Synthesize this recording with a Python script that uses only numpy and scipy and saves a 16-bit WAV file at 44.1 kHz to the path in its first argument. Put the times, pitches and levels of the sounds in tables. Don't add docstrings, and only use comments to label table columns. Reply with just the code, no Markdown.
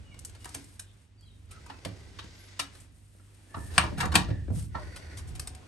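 import sys
import numpy as np
from scipy import signal
from scipy.fft import rfft, irfft, next_fast_len
from scipy.io import wavfile
from scipy.ndimage import uniform_filter1d

SR = 44100
rng = np.random.default_rng(int(sys.argv[2]) if len(sys.argv) > 2 else 0)


def unload_wav(signal):
    wavfile.write(
        sys.argv[1],
        SR,
        np.round(np.clip(np.atleast_2d(signal).T, -1, 1) * 32767).astype(np.int16),
    )


N = 250153

# (time [s], thump [dB], hollow [dB], wood [dB], crack [dB], treble [dB],
# chatter time [s], ring of the struck spot [Hz], its relative level [dB])
KNOCKS = [(0.455, -64, -49.5, -48, -56, -56, 0.0024, 1240, -9),
          (0.546, -48, -46, -52, -55, -59, 0.0044, 626, -6),
          (1.661, -67, -76, -57, -63, -56, 0.0036, 1156, 13),
          (1.698, -66, -52.5, -44, -52.5, -61, 0.0037, 895, 10),
          (1.8498, -44.5, -44, -46, -40.5, -40, 0.0016, 1174, -2),
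          (1.857, -39.5, -37, -47.5, -71, -70, 0.0027, 384, 8),
          (2.188, -70, -51.5, -47.5, -45, -54.5, 0.0036, 1045, 19),
          (2.239, -50, -51, -67, -70, -60, 0.0026, 1080, -6),
          (2.5922, -69, -47, -38, -33, -30.5, 0.0055, 1700, 5),
          (3.149, -75, -61, -71, -88, -90, 0.0018, 760, -4),
          (3.197, -71, -64.5, -67.5, -78, -71, 0.0018, 1900, -4),
          (3.542, -46.5, -52, -40.5, -52.5, -74, 0.0047, 937, 19.5),
          (3.566, -38.5, -40.5, -47, -75, -80, .003, 1026, 14),
          (3.7798, -29, -34.5, -19.5, -17.5, -17.5, 0.00074, 740, -3),
          (3.834, -32, -36.5, -35, -47, -48, 0.0053, 980, -4),
          (3.917, -32.5, -39, -56.5, -72.5, -86, .0065, 282, 1),
          (3.972, -33, -47, -44, -46.5, -45, 0.02, 1890, -7),
          (4.002, -39.5, -41.5, -33, -34.5, -35, 0.0062, 1920, 11),
          (4.026, -33.5, -39.5, -34.5, -48, -56.5, 0.011, 765, 4),
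          (4.054, -36.5, -38.5, -38, -45, -41, 0.0021, 1135, 1.5),
          (4.118, -39, -44.5, -39, -43.5, -45, 0.005, 1790, 11),
          (4.138, -29.5, -32, -34.5, -37.5, -39.5, 0.0081, 318, -8.5),
          (4.1541, -28, -30, -22, -19, -16.5, 0.002, 1130, 1.5),
          (4.162, -29, -40, -38.5, -44, -52, 0.0022, 162, 4),
          (4.284, -34.5, -40, -55, -57.5, -61.5, 0.00534, 640, -2),
          (4.303, -30, -35, -52, -54.5, -69, 0.0047, 281, 6.5),
          (4.481, -39.5, -37.5, -56.5, -76, -78, 0.0021, 320, 3),
          (4.503, -26.5, -36, -67, -74, -65, 0.003, 290, 9),
          (4.746, -45, -44, -35.5, -52, -75, 0.0068, 596, 12)]


def amp(db):
    return 10 ** (np.asarray(db) / 20)


def evened(x):
    return x / np.sqrt(np.mean(x ** 2) + 1e-20)


def read(points, hz):
    f, value = np.transpose(points)
    return np.interp(np.log(hz + 1), np.log(f + 1), value)


def add(mix, s, sound):
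    part = mix[:, max(round(s * SR), 0):][:, :sound.shape[1]]
    part += sound[:, :part.shape[1]]


def uneven(per_s):
    values = rng.standard_normal(size=2000)
    return np.interp(np.arange(N) / SR * per_s, np.arange(len(values)), values)


def stroke(start, end, attack_s, release_s):
    t = np.arange(N) / SR
    return np.clip((t - start) / attack_s, 0, 1) * np.exp(-np.maximum(t - end, 0) / release_s)


def dying(events, fall_db_per_s):
    kicks = np.zeros(N)
    for s, db in events:
        kicks[round(s * SR)] += amp(db)
    return signal.lfilter([1], [1, -amp(-fall_db_per_s / SR)], kicks)


def coloured(x, colour):
    size = next_fast_len(N + SR // 4)
    gain = amp(read(colour, np.fft.rfftfreq(size, 1 / SR)))
    return irfft(rfft(x, size) * gain, size)[:, :N]


def leaned(two, lean):
    return np.vstack([coloured(port[None], [(hz, side * db / 2) for hz, db in lean])
                      for port, side in zip(two, (1, -1))])


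def paired(two, gain=1):
    # (frequency [Hz], correlation [ratio])
    likeness = [(40, .75), (120, .68), (250, .62), (600, .3), (1200, .25), (2500, .2), (4500, .35),
                (7000, .65), (10000, .85)]
    size = two.shape[1]
    same = np.clip(read(likeness, np.fft.rfftfreq(size, 1 / SR)), -1, 1)
    a, b = rfft(two) * gain
    mid, side = np.sqrt((1 + same) / 2) * a, np.sqrt((1 - same) / 2) * b
    return irfft(np.array([mid + side, mid - side]), size)


def noise(colour, grain_db=0):
    size = next_fast_len(N, True)
    white = rng.standard_normal((2, size))
    if grain_db:
        white = white * amp(grain_db * np.minimum(rng.exponential(1, size), 5))
    gain = amp(read(colour, np.fft.rfftfreq(size, 1 / SR)))
    return evened(paired(white, gain)[:, :N])


def room(early_db, early_s, tail_db):
    # (frequency [Hz], time to fall 60 dB [s])
    room_t60 = [(100, 0.53), (400, 0.35), (1400, 0.24), (4000, 0.2), (10000, 0.15)]
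    t = np.arange(SR // 3) / SR
    sparse = rng.choice([-1., 1.], (2, 2, len(t))) * (rng.random((2, 2, len(t))) < 3000 / SR)
    early = sparse[0] * np.exp(-t / early_s) * (t > .0005)
    hz, when, spectra = signal.stft(sparse[1] * (1 - np.exp(-t / .008)), SR, nperseg=256)
    decay = amp(-60 * when / read(room_t60, hz)[:, None])
    tail = signal.istft(spectra * decay, SR, nperseg=256)[1][:, :len(t)]
    paths = paired(amp(early_db) * evened(early) + amp(tail_db) * evened(tail)) / np.sqrt(len(t))
    paths *= np.minimum(10 * (1 - t / t[-1]), 1)
    paths[:, 0] += 1
    return paths


def body(modes, ring_db):
    t = np.arange(SR // 4) / SR
    hz, db, t60 = np.transpose(modes)[:, :, None]
    ring = amp(db - 60 * t / t60) * np.cos(2 * np.pi * hz * t)
    return signal.unit_impulse(len(t)) + amp(ring_db) * ring.sum(0)


def blow(response, paths, edges, levels_db, chatter_s, slips_per_s, firm_s):
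    t = np.arange(SR // 12) / SR
    age = t / max(chatter_s, 1e-4)
    softness = max(chatter_s / firm_s, .01)
    slips = rng.standard_normal(len(t)) * (rng.random(len(t)) < slips_per_s / SR)
    force = slips * np.exp(-age) * (1 - np.exp(-age / softness))
    force[0] += 2 * np.exp(-2 * softness)
    vibration = signal.fftconvolve(force, response)
    sound = signal.fftconvolve(vibration[None], paths, axes=1)[:, :SR // 3]
    out = 0
    for lo, hi, db in zip(edges, edges[1:], levels_db):
        band = signal.sosfilt(signal.butter(3, [lo, hi], "band", fs=SR, output="sos"), sound)
        loudest = uniform_filter1d((band ** 2).mean(0), size=352).max()
        out = out + amp(db) * band / np.sqrt(loudest)
    return out


def hum():
    # (frequency [Hz], level [dB])
    partials = [(50, -61.5), (99, -57.5)]
    waver_db, wander_share = 2, 0.0396
    lull_s, lull_width_s, lull_db = 1.07, 0.074, -10.5
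    out = 0
    for hz, db in partials:
        turns = np.cumsum(hz * (1 + wander_share * uneven(per_s=25.34))) / SR
        out = out + amp(db + waver_db * uneven(per_s=6.7)) * np.sqrt(2) * np.sin(2 * np.pi * turns)
    return out * amp(lull_db * np.exp(-((np.arange(N) / SR - lull_s) / lull_width_s) ** 2))


def hush():
    # (time [s], level [dB])
    levels = [(0, -62), (1.02, -67.5), (1.08, -71.5), (1.16, -72), (1.23, -69.5), (2.8, -60), (2.9, -69),
              (3.1, -71), (3.4, -64.5), (4.4, -63), (4.71, -67.5), (4.8, -63)]
    # (frequency [Hz], relative density [dB])
    colour = [(90, -31.5), (150, -7.5), (250, -2.5), (450, -6.5), (700, -16), (1100, -19.5), (1800, -19),
              (2800, -19.5), (4200, -23.5), (8700, -22), (12000, -30.5), (14000, -42)]
    return amp(np.interp(np.arange(N) / SR, *np.transpose(levels))) * noise(colour)


def shudder():
    # (time [s], relative level [dB])
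    shaking = [(0, -50), (0.9, -60.5), (1.05, -65.5), (1.55, -52.5), (1.75, -57), (2.25, -53), (2.55, -67),
               (2.75, -56.5), (3.52, -67), (3.58, -44.5), (4.0, -36.5), (4.55, -35.5), (4.8, -42.5),
               (5.05, -50.5), (5.35, -38.5), (5.67, -58)]
    # (frequency [Hz], relative density [dB])
    rumble_colour = [(20, -25), (35, 10), (50, -5), (75, 12), (108, -4), (130, -3), (180, -18.5),
                     (400, -56)]
    hollow_colour = [(80, -39), (140, 2), (175, -1), (225, -3.5), (300, -7.5), (390, -9), (600, -37),
                     (1500, -91.5)]
    deep_db, hollow_db = 1.5, -14
    rest_db, follow_share = -42, 0.61
    db = np.interp(np.arange(N) / SR, *np.transpose(shaking))
    wood_db = rest_db + follow_share * (db - rest_db)
    return amp(deep_db + db) * noise(rumble_colour) + amp(hollow_db + wood_db) * noise(hollow_colour)


def birds():
    # (time [s], length [s], start pitch [Hz], end pitch [Hz], arch [Hz], level [dB])
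    notes = [(0.039, 0.12, 2940, 2852, -7, -65), (0.106, 0.054, 2384, 2064, 1, -64),
             (0.396, 0.047, 2860, 2910, -5, -66), (1.173, 0.052, 4580, 4220, 220, -67),
             (1.217, 0.011, 4530, 4840, 0, -65), (1.225, 0.022, 3250, 3200, 40, -63.5),
             (1.252, 0.03, 4070, 3660, 150, -66), (1.276, 0.016, 3280, 2770, 120, -66.5),
             (1.298, 0.022, 3620, 3680, 103, -67), (1.66, 0.039, 2600, 2470, 2, -64),
             (1.717, 0.053, 2560, 2590, 30, -67)]
    warble_share, echo_db, garden_t60_s = 0.0069, -0.5, .38
    out = np.zeros((1, N))
    for s, length, start_hz, end_hz, arch_hz, db in notes:
        progress = np.linspace(0, 1, round(length * SR))
        arch = np.sin(np.pi * progress)
        warble = 1 + warble_share * uneven(per_s=280)[:len(progress)]
        pitch = (start_hz + (end_hz - start_hz) * progress + arch_hz * arch) * warble
        add(out, s, amp(db) * (arch * np.sin(2 * np.pi * np.cumsum(pitch) / SR))[None])
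    t = np.arange(SR // 2) / SR
    scatter = rng.standard_normal((2, len(t))) * amp(-60 * t / garden_t60_s)
    echoes = evened(paired(scatter)) / np.sqrt(len(t))
    return out + amp(echo_db) * signal.oaconvolve(out, echoes, axes=1)[:, :N]


def track_colour(tuning):
    # (frequency at tuning 1 [Hz], width [Hz], relative level [dB])
    resonances = [(1515, 70, 3.5), (1940, 250, -0.5), (2180, 390, -7.5), (3650, 350, -16),
                  (4750, 590, -6.5), (6050, 520, -9.5)]
    hz = np.geomspace(200, 16000, 500)
    gain = sum(amp(db) / (1 + (2 * (hz - centre * tuning) / width) ** 2)
               for centre, width, db in resonances)
    return np.transpose([hz, 20 * np.log10(gain)])


def rubbing():
    # (start [s], end [s], dull rub [dB], rasp [dB], track ring [dB], tuning [ratio])
    pushes = [(0.09, 0.36, -64, -71, -80, 0.75), (0.395, 0.587, -77, -62.5, -68, 1.06),
              (1.466, 2.17, -60.5, -65, -69.5, 1.02), (2.143, 2.64, -71, -62.5, -68.5, 1.02),
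              (3.454, 4.244, -59, -84, -85, 0.76), (3.677, 3.768, -50, -54.5, -57.5, 0.79),
              (4.697, 5.133, -55.5, -67.5, -59.5, 0.97), (5.218, 5.676, -60, -71, -73, 0.71)]
    # (start [s], end [s], hiss [dB])
    brushes = [(0.377, 0.76, -62), (0.8, 1.046, -72), (1.185, 1.458, -74), (2.713, 2.838, -60.5),
               (2.902, 3.513, -67.5), (3.538, 3.755, -55.5), (4.516, 4.627, -47.5)]
    # (frequency [Hz], relative density [dB])
    rub_colour = [(150, -22.5), (280, 1.5), (400, 3), (600, -8), (830, -12.5), (1350, -20), (1900, -17),
                  (2800, -19.5), (3600, -43), (6000, -68)]
    rasp_colour = [(1800, -3), (3300, 1.5), (4100, 1.5), (4900, 4), (6000, 2.5), (7200, 1), (10000, -11.5)]
    hiss_colour = [(3500, -8.5), (7000, -2), (9000, 6), (11500, 1.5), (14000, -5)]
    grit_db, slip_db = -10, 1.5
    dull = rasp = ring = 0
    for start, end, dull_db, rasp_db, ring_db, tuning in pushes:
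        push = stroke(start, end, attack_s=.09, release_s=.12)
        dull = dull + amp(dull_db) * push
        rasp = rasp + amp(rasp_db) * push
        ring = ring + amp(ring_db) * push * noise(track_colour(tuning), grain_db=4.0)
    hiss = amp(grit_db) * dull
    for start, end, db in brushes:
        hiss += amp(db) * stroke(start, end, attack_s=0.048, release_s=0.028)
    grains = noise(rasp_colour, grain_db=2.5) * rasp + ring
    slip = amp(slip_db * uneven(per_s=110))
    rub = dull * noise(rub_colour, grain_db=2.5)
    return slip * (rub + grains + hiss * noise(hiss_colour, grain_db=3.5))


def ticks():
    # (time [s], middle band level [dB], brightness [dB per band], chatter time [s])
    clicks = [(0.143, -62, 0.5, 0.0023), (0.191, -61.5, 16.5, 0.0018), (0.2498, -54.5, 18, 0.0025),
              (0.296, -59, 7.5, 0.003), (0.349, -59.5, 4, 0.0058), (0.406, -69, 10, 0.0021),
              (0.4453, -50, 7.5, 0.0015), (0.4554, -55, 14.5, .0015), (0.492, -59, 13, 0.0013),
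              (0.5452, -45.5, 11, 0.0037), (0.643, -69.5, 17.5, 0.0021), (0.7943, -48.5, 11, 0.004),
              (1.209, -72.5, 10, 0.0019), (1.509, -57, 8, 0.0084), (2.752, -59.5, 2, 0.0037),
              (2.802, -75, 21, 0.0038), (3.345, -76, 13, .004), (4.96, -49.5, 5, 0.0067),
              (5.171, -52.5, 7, 0.0072), (5.187, -55.5, 4, 0.0055), (5.269, -64.5, 10.5, 0.013),
              (5.3522, -55, 7.5, 0.0049), (5.396, -42, 9, 0.0026), (5.4731, -45.5, 10.5, 0.0033),
              (5.5492, -56, 8, 0.0021)]
    edges = [400, 1500, 5000, 13000]
    # (frequency [Hz], relative level [dB], time to fall 60 dB [s])
    modes = [(2350, 9.5, 0.0078), (4630, -5, 0.03), (8960, 60.5, 0.00061)]
    metal = body(modes, ring_db=-15.0)
    out = np.zeros((2, N))
    for s, db, bright_db, chatter_s in clicks:
        paths = room(early_db=3, early_s=0.0037, tail_db=-3.5)
        levels_db = [db - bright_db, db, db + bright_db]
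        add(out, s, blow(metal, paths, edges, levels_db, chatter_s, slips_per_s=2500, firm_s=0.0066))
    return out * amp([[.3], [-.4]])


def knocks():
    # (frequency [Hz], relative level [dB], time to fall 60 dB [s])
    modes = [(103.3, -1, 0.27), (171.3, 2.5, 0.071), (280, 2.5, 0.21), (327.5, -0.5, 0.18),
             (604, -17.5, 0.12), (756, -4.5, 0.11), (948, -5.5, 0.17), (1102, -9.5, 0.13),
             (1166, -4.5, 0.12), (1353, -3.5, .13), (1705, 6.5, 0.074), (1845, 12.5, 0.036),
             (2350, 15, 0.041), (2740, -7.5, 0.09), (2870, 27, 0.0051), (3340, -6, 0.07),
             (3760, 7.5, 0.076), (4160, 0, .09), (4350, 4.5, 0.068), (8400, 43, 0.0006)]
    edges = [60, 200, 550, 1500, 5000, 13000]
    # (frequency [Hz], left over right [dB])
    lean = [(100, 0.5), (600, -1), (1300, 0), (2600, 1.5), (4400, 4), (8000, -0.5)]
    spot_t60_s = 0.081
    out = np.zeros((2, N))
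    for s, *levels_db, chatter_s, spot_hz, spot_db in KNOCKS:
        wood = body(modes + [(spot_hz, spot_db, spot_t60_s)], ring_db=-45.5)
        paths = room(early_db=5.0, early_s=0.0056, tail_db=-2.5)
        add(out, s, blow(wood, paths, edges, levels_db, chatter_s, slips_per_s=3500, firm_s=0.0043))
    return leaned(out, lean)


def mesh_sizzle():
    # (frequency [Hz], relative density [dB])
    colour = [(400, -10.5), (1000, -7), (2300, 8.5), (4100, 10), (6000, 9), (10000, -20.5)]
    shaking = dying([(s, crack_db) for s, _, _, _, crack_db, *_ in KNOCKS], fall_db_per_s=150)
    return amp(-24.5) * shaking * noise(colour, grain_db=7)


def frame_boom():
    # (frequency [Hz], relative density [dB])
    colour = [(90, -34), (145, 4.5), (190, -7.5), (230, -3.5), (310, 7.5), (410, -2), (520, -6), (700, -13),
              (1200, -30), (3000, -71.5)]
    booming = dying([(s, hollow_db) for s, _, hollow_db, *_ in KNOCKS], fall_db_per_s=192)
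    return amp(-9) * booming * noise(colour)


def thin_tones():
    # (time [s], length [s], start pitch [Hz], end pitch [Hz], width [Hz], relative level [dB])
    tones = [(0.84, 0.09, 3550, 3360, 700, -72), (1.49, 0.11, 1330, 1330, 130, -64),
             (2.32, 0.24, 11560, 10740, 110, -68), (3.44, 0.45, 1718, 1822, 110, -65),
             (3.85, 0.66, 1866, 1780, 200, -62), (4.76, 0.5, 619, 605, 120, -66.5),
             (5.2, 0.48, 740, 722, 59.4, -64.5), (5.3, 0.46, 1050, 1064, 70, -79)]
    out = np.zeros((1, N))
    for s, length, start_hz, end_hz, width_hz, db in tones:
        pitch = np.linspace(start_hz, end_hz, round(length * SR))
        white = rng.standard_normal(SR) + 1j * rng.standard_normal(SR)
        flutter = signal.sosfilt(signal.butter(2, width_hz / 2, fs=SR, output="sos"), white)
        carrier = np.exp(2j * np.pi * np.cumsum(pitch) / SR)
        tone = evened((flutter[-len(pitch):] * carrier).real)
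        add(out, s, amp(db) * tone[None] * signal.windows.tukey(len(pitch), .6))
    paths = room(early_db=-0.5, early_s=.015, tail_db=-6.0)
    return amp(-3.5) * signal.oaconvolve(out, paths, axes=1)[:, :N]


def ports(two):
    # (frequency [Hz], left ahead of right [rad])
    phase = [(2500, 0), (3400, .8), (4800, 1), (6700, 0), (7500, 1), (8500, 0), (9600, -2.2), (10200, -3.1),
             (11100, -4.3), (11600, -5.9), (12400, -6.7)]
    # (frequency [Hz], left over right [dB])
    lean = [(100, -1.5), (250, -1.5), (480, -4), (1000, -1), (2500, 1), (7000, 1)]
    size = next_fast_len(N + SR // 4)
    turn = np.exp(.5j * read(phase, np.fft.rfftfreq(size, 1 / SR)))
    shifted = irfft(rfft(two, size) * np.array([turn, 1 / turn]), size)[:, :N]
    return leaned(shifted, lean)


def scene():
    tones = thin_tones()
    window = knocks() + mesh_sizzle() + frame_boom() + ticks() + rubbing() + shudder()
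    return window + hum() + hush() + birds() + tones


def record(dry):
    # (frequency [Hz], gain [dB])
    tone_colour = [(20, -24), (45, -1), (100, 1.5), (280, 0), (430, -3), (620, 2), (1000, 5), (4000, 4.5),
                   (6500, 0), (7400, 0), (8200, 0.5), (9000, 1), (10200, -0.5), (11000, 2), (11700, -6),
                   (12700, -15.5), (13600, -24), (16000, -23)]
    ceiling, edge_hz = .9, 16100
    heard = coloured(ports(dry), tone_colour)
    clipped = heard / (1 + (heard / ceiling) ** 6) ** (1 / 6)
    lowpass = signal.firwin(511, edge_hz, window=("kaiser", 9), fs=SR)
    return signal.oaconvolve(clipped, lowpass[None], "same")


dry = scene()
out = record(dry)
unload_wav(out)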